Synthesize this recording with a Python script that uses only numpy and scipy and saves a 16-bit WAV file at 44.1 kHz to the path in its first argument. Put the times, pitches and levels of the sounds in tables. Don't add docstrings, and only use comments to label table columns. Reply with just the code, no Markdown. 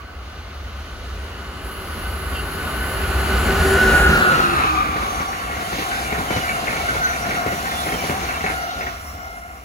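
import sys
import numpy as np
from scipy import signal
from scipy.fft import rfft, irfft, next_fast_len
from scipy.io import wavfile
from scipy.ndimage import uniform_filter1d, map_coordinates

SR = 44100
rng = np.random.default_rng(int(sys.argv[2]) if len(sys.argv) > 2 else 0)


def master_out(mix):
    frames = np.transpose(np.atleast_2d(mix))
    ceiling = np.clip(frames, -1, 1)
    pcm = np.round(ceiling * 32767).astype(np.int16)
    wavfile.write(sys.argv[1], SR, pcm)


N = 425124
TIME, FFT = np.arange(N) / SR, next_fast_len(N, True)
FREQ = np.arange(FFT // 2 + 1) * SR / FFT + 1e-3
SPEED_M_S, SOUND_M_S, AWAY_M = 45., 343., 14.
AXLE_GAP_M, JOINT_GAP_M = 2.6, 16.5
NOSE_S, FRONT_BOGIE_S, BLOWER_S, REAR_BOGIE_S = 4.17, 4.39, 4.55, 4.66
LAG_COMING, LAG_GONE, COACH_LAG, RAIL_LAG = 2.67, -20.5, -16.5, -13

# t/s, gear whine/dB, blower hum/dB, cooling air/dB, roar/dB
LOCO_LEVELS = [(0, -51.5, -84, -47, -43.5), (1, -48.5, -50, -44, -41), (2, -40.5, -40.5, -37, -35),
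               (3, -33, -39, -33, -28.5), (3.5, -28.5, -26, -29, -24), (3.75, -22.5, -21, -29, -23),
               (3.95, -20, -30, -30.5, -20), (4.1, -19, -21, -29, -22.5), (4.35, -19.5, -28, -26, -23.5),
               (4.6, -24, -30.5, -27, -30.5), (4.9, -26, -35, -37.5, -31), (5.3, -29, -53, -40, -41),
               (5.6, -33, -42, -43, -23.5), (6.2, -39, -55, -57, -40)]
# f/Hz, level/dB
ROAR_SPECTRUM = [(90, -0.5), (160, 0.5), (300, -1.5), (600, -4), (950, -11), (1300, -13), (2100, -13),
                 (3200, -22.5), (5000, -28.5), (8000, -32)]
# f/Hz, width/Hz, level/dB
AIR_MODES = [(1057, 350, 7), (1790, 120, -9), (1795, 50, -18), (2470, 270, -6.5), (2513, 30, -16),
             (2586, 35, -15.5), (3220, 50, -23), (3600, 40, -19), (3800, 1040, -6.5), (3915, 60, -21)]
# f/Hz, width/Hz, level/dB
WHINE_MODES = [(1314, 14, 6), (1274, 58, 4.5), (1494, 44, -1), (1230, 160, 0.5), (1630, 110, -2),
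               (2240, 50, -35), (2560, 100, -7.5), (3900, 68, -21)]
# f/Hz, width/Hz, level/dB
HUM_MODES = [(337, 18, 2), (140.4, 16, -5), (192, 15, -6.5)]
# f/Hz, width/Hz, level/dB
RUSH_MODES = [(2400, 200, -2), (2620, 260, 0), (3950, 260, -11)]
# t/s, level/dB
RUSH_LEVELS = [(0, -60), (4.1, -41), (4.4, -45), (4.6, -35), (4.8, -35.5), (5, -34), (5.2, -60),
               (9.64, -70)]
# t/s, front gear/dB, rear gear/dB
MESH_LEVELS = [(0, -57, -70), (2, -52, -65), (3, -39, -55), (3.3, -46, -57), (3.6, -26, -48),
               (3.8, -16, -45), (4.15, -20, -37), (4.3, -24, -20), (4.449, -26, -27), (4.68, -24, -23),
               (4.85, -32, -30), (5.1, -32, -35), (5.5, -42, -47), (9.64, -70, -70)]
# t/s, rumble/dB, wheel ring/dB
COACH_LEVELS = [(4.4, -28, -30), (4.6, -24, -14.5), (4.72, -43, -31), (5.1, -32, -33.5),
                (5.5, -39.5, -35.5), (6, -32.5, -32.5), (6.5, -33.5, -31), (6.75, -30, -30.5),
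                (7.15, -34, -35), (7.35, -29.5, -31), (7.65, -34, -35.5), (8.1, -32.5, -31),
                (8.5, -34.5, -34), (8.65, -37.5, -39), (8.88, -36, -37), (8.96, -41.5, -40.5),
                (9.64, -48, -48.5)]
# f/Hz, level/dB
RUMBLE_SPECTRUM = [(80, -7.5), (140, -5.5), (230, -5), (320, -8.5), (550, -9), (1000, -12.5), (1800, -38.5)]
# f/Hz, level/dB
RING_SPECTRUM = [(600, -13), (1100, 12.5), (1500, 6), (1800, 2), (2250, 2.5), (2550, -5.5), (2900, -1.5),
                 (3400, -30), (4500, -24)]
# t/s (leading axle on the far joint), near-joint thud leading/dB, trailing/dB,
# far-joint clack leading/dB, trailing/dB
BOGIE_HITS = [(4.459, -28, -27, -34, -32), (4.689, -22, -23.5, -34, -37), (4.951, -24, -29, -38, -36),
              (5.329, -29.5, -31, -26.5, -35), (5.512, -34, -27.5, -28, -47), (5.915, -36, -33, -26, -29),
              (6.094, -26, -26.5, -30, -28), (6.492, -25, -25.5, -22.5, -32),
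              (6.672, -21.5, -23, -19.5, -28), (7.073, -26, -27.5, -22, -25),
              (7.25, -31, -25, -24.5, -26.5), (7.655, -27.5, -28, -21.5, -27),
              (7.83, -23.5, -29.5, -29, -31), (8.231, -27, -26, -29, -21), (8.405, -26, -24, -26, -23),
              (8.808, -26, -26, -23, -24)]
# f/Hz, width/Hz, level/dB
JOINT_MODES = [(800, 1300, 3), (1466, 120, 0), (1840, 180, 2), (2200, 220, 1), (2600, 250, -7)]
# f/Hz, t60/s, level/dB
THUD_MODES = [(171.4, 0.2, -14), (251, 0.099, -4), (327, 0.072, -10), (415, 0.096, -2.5), (523, .06, -4.5),
              (960, .03, -8), (1450, .025, -8)]
# start t/s, mid-glide f/Hz, level/dB, fade/s
GLIDE_CUES = [(4.9, 6530, -53, 0.071), (5.0, 3720, -47, .12), (4.97, 11200, -48, .16),
              (5.085, 6130, -41, .22), (5.8, 11200, -48, .12), (5.88, 3920, -46, 0.075),
              (5.9, 1540, -24, .08), (6.271, 3020, -35.5, .5), (6.3, 5950, -48, .2), (6.3, 11400, -47, .12),
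              (6.43, 1500, -24, .08), (6.47, 2270, -25, 0.055), (6.55, 10500, -51, 0.23),
              (6.68, 4330, -51, 0.14), (6.88, 1500, -21, .06), (6.93, 4050, -50, .1), (7.0, 6240, -39, .28),
              (7.01, 1486, -17.5, 0.091), (7.05, 10900, -50, .12), (7.16, 3680, -45, .08),
              (7.38, 4000, -47, .1), (7.68, 3560, -35, 0.14), (7.77, 10500, -44, 0.17),
              (7.8, 1530, -38, .08), (7.9, 3120, -40, .2), (8.01, 6100, -44, 0.22), (8.1, 11500, -52, .12),
              (8.18, 6250, -42, .1), (8.27, 4350, -50, .1), (8.32, 2700, -33.5, 0.053),
              (8.5, 4080, -51, .15), (8.5, 11200, -53, .16)]
# f/Hz, level/dB
FAINT_PITCHES = [(1520, -39), (1900, -40), (2270, -38), (2750, -43), (3080, -45), (3680, -45), (4080, -44),
                 (4400, -45), (4950, -49), (5950, -49), (6550, -50), (7100, -54), (10600, -56),
                 (11400, -56)]
# f/Hz, width/Hz, level/dB
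AHEAD_AND_SIZZLE = [(767, 79, 0), (10900, 2200, 0.5), (14800, 2500, -4), (10660, 60, -6), (11000, 60, -16),
                    (11360, 65, -6), (12150, 90, -15), (12900, 90, -18), (13680, 90, -18), (14438, 90, -20),
                    (15213, 90, -16)]
# f/Hz, width/Hz, level/dB
RAIL_BEHIND_MODES = [(700, 78, -2), (1324, 45, -7.5), (1417, 36, -5.5), (2097, 39, -9), (2890, 120, -21),
                     (3330, 200, -27), (4060, 80, -30), (5330, 260, -17), (5790, 80, -18), (7400, 57, -29),
                     (8200, 70, -48), (13300, 200, -20), (14600, 300, -22), (15400, 400, -22)]
# t/s, tone ahead/dB, sizzle/dB, low tones behind/dB, overtones behind/dB
RAIL_AND_SIZZLE_LEVELS = [(0, -55, -83, -49, -97), (1.58, -64, -69, -54, -85), (1.64, -55, -47, -65, -82),
                          (3, -39.5, -40, -69, -82), (4, -29, -48, -47, -80), (4.5, -35, -63, -41, -78),
                          (5.2, -35.5, -57, -35, -75), (5.5, -34, -72, -36.5, -72),
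                          (6, -34.5, -75, -32.5, -73), (6.85, -35, -75, -28.5, -49),
                          (7.25, -34, -75, -28.5, -44), (8, -34, -75, -33, -42),
                          (8.6, -35.5, -78, -30.5, -48), (8.85, -36.5, -80, -32, -47),
                          (9.05, -52, -82, -37.5, -46), (9.25, -46, -84, -35, -51),
                          (9.64, -50, -88, -42, -56)]
# t/s, lower hiss/dB, upper hiss/dB
HISS_LEVELS = [(0, -54.5, -72), (.8, -48, -62.5), (1.6, -47, -57.5), (2.5, -48, -52), (3.15, -42, -45),
               (3.68, -35.5, -36.5), (4, -33.5, -38.5), (4.35, -38, -43), (4.75, -37.5, -48),
               (5.5, -40.5, -47.5), (5.8, -34.5, -42.5), (6.2, -38, -43.5), (6.7, -35.5, -44),
               (7.3, -38, -45.5), (7.8, -37, -43.5), (8.3, -38.5, -45.5), (8.85, -41.5, -52),
               (9.1, -50, -54), (9.64, -55.5, -59)]
# f/Hz, level/dB
LOWER_HISS_SPECTRUM = [(2500, 1), (3300, 2), (4100, 0.5), (5200, -5), (6300, -3), (7500, -24)]
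# f/Hz, level/dB
UPPER_HISS_SPECTRUM = [(5500, -12), (6800, 14.5), (9000, 0), (11000, -4), (13000, -1), (16000, -7)]
# f/Hz, level/dB
UPPER_HISS_BANDS = [(7500, -5.5), (10500, 3.5), (13000, -2.0), (15000, -8)]
# t/s, level/dB
BOOM_LEVELS = [(0, -35.5), (.8, -31), (1.6, -31.5), (2.2, -25.5), (2.7, -30), (3.2, -19.5), (3.6, -20.5),
               (4.08, -19), (4.3, -35), (4.7, -29), (5.5, -35), (6.4, -34), (7.7, -35), (8.5, -35.5),
               (9.64, -40.5)]
# f/Hz, width/Hz, level/dB
BOOM_RESONANCES = [(47.4, 27, 0.5), (63.2, 19, 4), (77.2, 25, 1.5)]
# f/Hz, level/dB
PORT_BALANCE = [(60, 0), (200, 0), (380, .5), (700, 3), (1290, .5), (2380, -.7), (4400, -2), (8120, 0),
                (15000, 0)]


def locomotive():
    whine_db, hum_db, air_db, roar_db = curves(LOCO_LEVELS)
    front, middle, rear = (np.cumsum(passing(s)[1]) for s in (FRONT_BOGIE_S, BLOWER_S, REAR_BOGIE_S))
    rear_gain = np.clip((TIME - 3.9) / .5, .2, .6)

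    def machinery():
        whine = noise(peaks(WHINE_MODES), .39, 25)
        gears = undb(whine_db) * (read(whine, front) + rear_gain * read(whine[::-1], rear))
        roar = undb(roar_db) * read(noise(shape(ROAR_SPECTRUM), .7, 20), rear)
        air = undb(air_db) * read(noise(peaks(AIR_MODES), .8, 18), rear)
        hum = undb(hum_db) * read(noise(peaks(HUM_MODES)), middle)
        rush = undb(curves(RUSH_LEVELS)[0]) * read(noise(peaks(RUSH_MODES), 4.7, 20), rear)
        return roar + air + gears + hum + rush
    front_db, rear_db = curves(MESH_LEVELS)
    mesh = gear_mesh(front_db, front, 0) + gear_mesh(rear_db, rear, REAR_BOGIE_S - FRONT_BOGIE_S)
    fade_out = np.clip((6.2 - TIME) / 1.37, 0, 1)
    return fade_out * (ports(machinery, swinging_lag(), scatter_db=0) + mesh)


def gear_mesh(db, playhead, later_s, rest_hz=1318, waver_hz=5.):
    cycles = (rest_hz * playhead + np.cumsum(waver_hz * walk(60))) / SR
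    tone = undb(db + 2.1 * walk(14)) * np.sin(2 * np.pi * cycles)
    return np.array([delayed(tone, swinging_lag(later_s)), tone])


def coaches():
    rumble_db, ring_db = curves(COACH_LEVELS)
    fade_in = np.clip((TIME - 4.4) / .57, 0, 1)
    rumble_gain = np.hypot(fade_in * undb(rumble_db), swells())

    def rolling():
        bands = [1 / (1 + (4 * np.log(FREQ / hz)) ** 2) for hz in (1100, 1600, 2100, 2700)]
        ring = sum(filtered(noise(shape(RING_SPECTRUM), 3., 22), band) for band in bands)
        rumble = rumble_gain * noise(shape(RUMBLE_SPECTRUM), 1.2, 25)
        return rumble + fade_in * undb(ring_db) * ring + clacks()
    tones = squeals_and_whistles() + thuds()
    return ports(rolling, COACH_LAG, scatter_db=-.38) + [delayed(tones, COACH_LAG), tones]


def axle_clicks(times, leading_db, trailing_db):
    clicks = np.zeros(N)
    clicks[(times * SR).astype(int)] = undb(leading_db)
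    clicks[((times + AXLE_GAP_M / SPEED_M_S) * SR).astype(int)] = undb(trailing_db)
    return clicks


def near_joint():
    far_s, leading_db, trailing_db = np.transpose(BOGIE_HITS)[:3]
    return axle_clicks(far_s - JOINT_GAP_M / SPEED_M_S, leading_db, trailing_db)


def thuds():
    age = TIME[:SR // 5]
    ring = sum(undb(db - 60 * age / t60) * np.sin(2 * np.pi * hz * age + rng.normal())
               for hz, t60, db in THUD_MODES)
    return undb(.6) * uniform_filter1d(signal.fftconvolve(near_joint(), ring)[:N], size=12)


def clacks():
    far_s, *_, leading_db, trailing_db = np.transpose(BOGIE_HITS)
    blows = axle_clicks(far_s, leading_db, trailing_db) + undb(-1.5) * near_joint()
    return hit_envelope(blows, decay_s=.021) * noise(peaks(JOINT_MODES), 1.9, 60)


def swells():
    return hit_envelope(near_joint(), decay_s=.035)


def squeals_and_whistles(faint_count=300, attack_s=.012):
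    out, waver, flicker = np.zeros(N), walk(250), walk(60)
    when, which, pitch, strength = rng.random((faint_count, 4)).T
    base_hz, base_db = np.array(FAINT_PITCHES)[(which * len(FAINT_PITCHES)).astype(int)].T
    faint_hz = base_hz * (1 + .04 * (2 * pitch - 1))
    faint_db = base_db + 2 * (2 * strength - 1)
    faint = [(*row, .065, .009) for row in zip(5.3 + 3.5 * when, faint_hz, faint_db)]
    cued = [(*row, .012) for row in GLIDE_CUES]
    for start_s, hz, db, fade_s, waver_depth in cued + faint:
        span = slice(int(start_s * SR), int((start_s + .9) * SR))
        age = TIME[span] - start_s
        own = rng.integers(N // 2) + np.arange(len(age))
        nearness, glide = passing(start_s + .05, TIME[span])
        envelope = nearness ** 1.5 * np.clip(age / attack_s, 0, 1) * np.exp(-(age / fade_s) ** 2 / 2)
        cycles = np.cumsum(hz * (glide + waver_depth * waver[own])) / SR
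        out[span] += undb(db + 4 * flicker[own]) * envelope * np.sin(2 * np.pi * cycles)
    return out


def rail_song_and_sizzle():
    groups = AHEAD_AND_SIZZLE[:1], AHEAD_AND_SIZZLE[1:], RAIL_BEHIND_MODES[:5], RAIL_BEHIND_MODES[5:]
    levels = curves(RAIL_AND_SIZZLE_LEVELS)

    def layers():
        return sum(undb(db) * noise(peaks(modes), flicker_db, 14)
                   for db, modes, flicker_db in zip(levels, groups, (2., .8, 2., 2.)))
    return ports(layers, RAIL_LAG, scatter_db=-4)


def hiss():
    lower_db, upper_db = curves(HISS_LEVELS)
    lower = ports(lambda: noise(shape(LOWER_HISS_SPECTRUM), 2., 12), swinging_lag(), scatter_db=.38)
    upper = sum(undb(db) * noise(shape(UPPER_HISS_SPECTRUM) * peaks([(hz, 2600, 0)]), 1.7, 17)
                for hz, db in UPPER_HISS_BANDS)
    wide_upper = np.array([np.roll(upper, SR // 50), upper])
    return undb(lower_db) * (1 + 5.4 * swells()) * lower + undb(upper_db) * wide_upper


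def boom():
    mid, side = (undb(curves(BOOM_LEVELS)[0]) * noise(peaks(BOOM_RESONANCES), .81, 8) for _ in range(2))
    return mid + undb(-21.5) * np.array([side, -side])


def passing(abreast_s, time=TIME):
    bearing = np.arctan2(SPEED_M_S * (time - abreast_s), AWAY_M)
    return np.cos(bearing), 1 / (1 + SPEED_M_S / SOUND_M_S * np.sin(bearing))


def swinging_lag(later_s=0):
    along_m = SPEED_M_S * (TIME - NOSE_S - later_s)
    return LAG_COMING + (LAG_GONE - LAG_COMING) * (1 + along_m / np.hypot(along_m, AWAY_M)) / 2


def ports(make, lag, scatter_db):
    direct = make()
    scattered = undb(scatter_db) * filtered(make(), 1 / (1 + (700 / FREQ) ** 2))
    return np.array([delayed(direct, lag) + scattered, direct + np.roll(scattered, SR // 50)])


def undb(db):
    return 10 ** (np.asarray(db) / 20)


def curves(table):
    times, *columns = np.transpose(table)
    return [np.interp(TIME, times, column) for column in columns]


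def shape(points):
    hz, db = np.transpose(points)
    return undb(np.interp(np.log(FREQ), np.log(hz), db))


def peaks(modes):
    return sum(undb(db) / np.sqrt(width) / (1 + (2 * (FREQ - hz) / width) ** 2)
               for hz, width, db in modes)


def filtered(x, gain):
    return irfft(rfft(x, FFT) * gain, FFT)[..., :N]


def walk(rate_hz):
    hold = int(SR / rate_hz)
    steps = np.repeat(rng.standard_normal(N // hold + 1), hold)
    smooth = uniform_filter1d(uniform_filter1d(steps, hold), hold)[:N]
    return smooth / smooth.std()


def noise(gain, flicker_db=0., rate_hz=10.):
    x = filtered(rng.standard_normal(FFT), gain) * undb(flicker_db * walk(rate_hz))
    return x / x.std()


def hit_envelope(clicks, decay_s):
    return uniform_filter1d(signal.lfilter([1], [1, -np.exp(-1 / (decay_s * SR))], clicks), size=200)


def read(x, playhead):
    return map_coordinates(x, [playhead], order=2, mode="wrap")


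def delayed(x, lag):
    return read(x, np.arange(N) - lag)


def scene():
    return locomotive() + coaches() + hiss() + rail_song_and_sizzle() + boom()


def record(dry):
    left, right = rfft(dry, FFT) / (1 + (38 / FREQ) ** 4)
    shared = .8 / (1 + (6500 / FREQ) ** 16)
    turn_rad, lag_samples = 2.14, 9.4
    trailing = right * np.exp(1j * (turn_rad - 2 * np.pi * FREQ * lag_samples / SR))
    left = np.sqrt(1 - shared) * left + np.sqrt(shared) * trailing
    tilt = np.sqrt(shape(PORT_BALANCE))
    wet = irfft(np.array([left * tilt, right / tilt]), FFT)[:, :N]
    return signal.sosfilt(signal.ellip(10, .2, 80, 15750, fs=SR, output="sos"), wet)


dry = scene()
out = record(dry)
master_out(out)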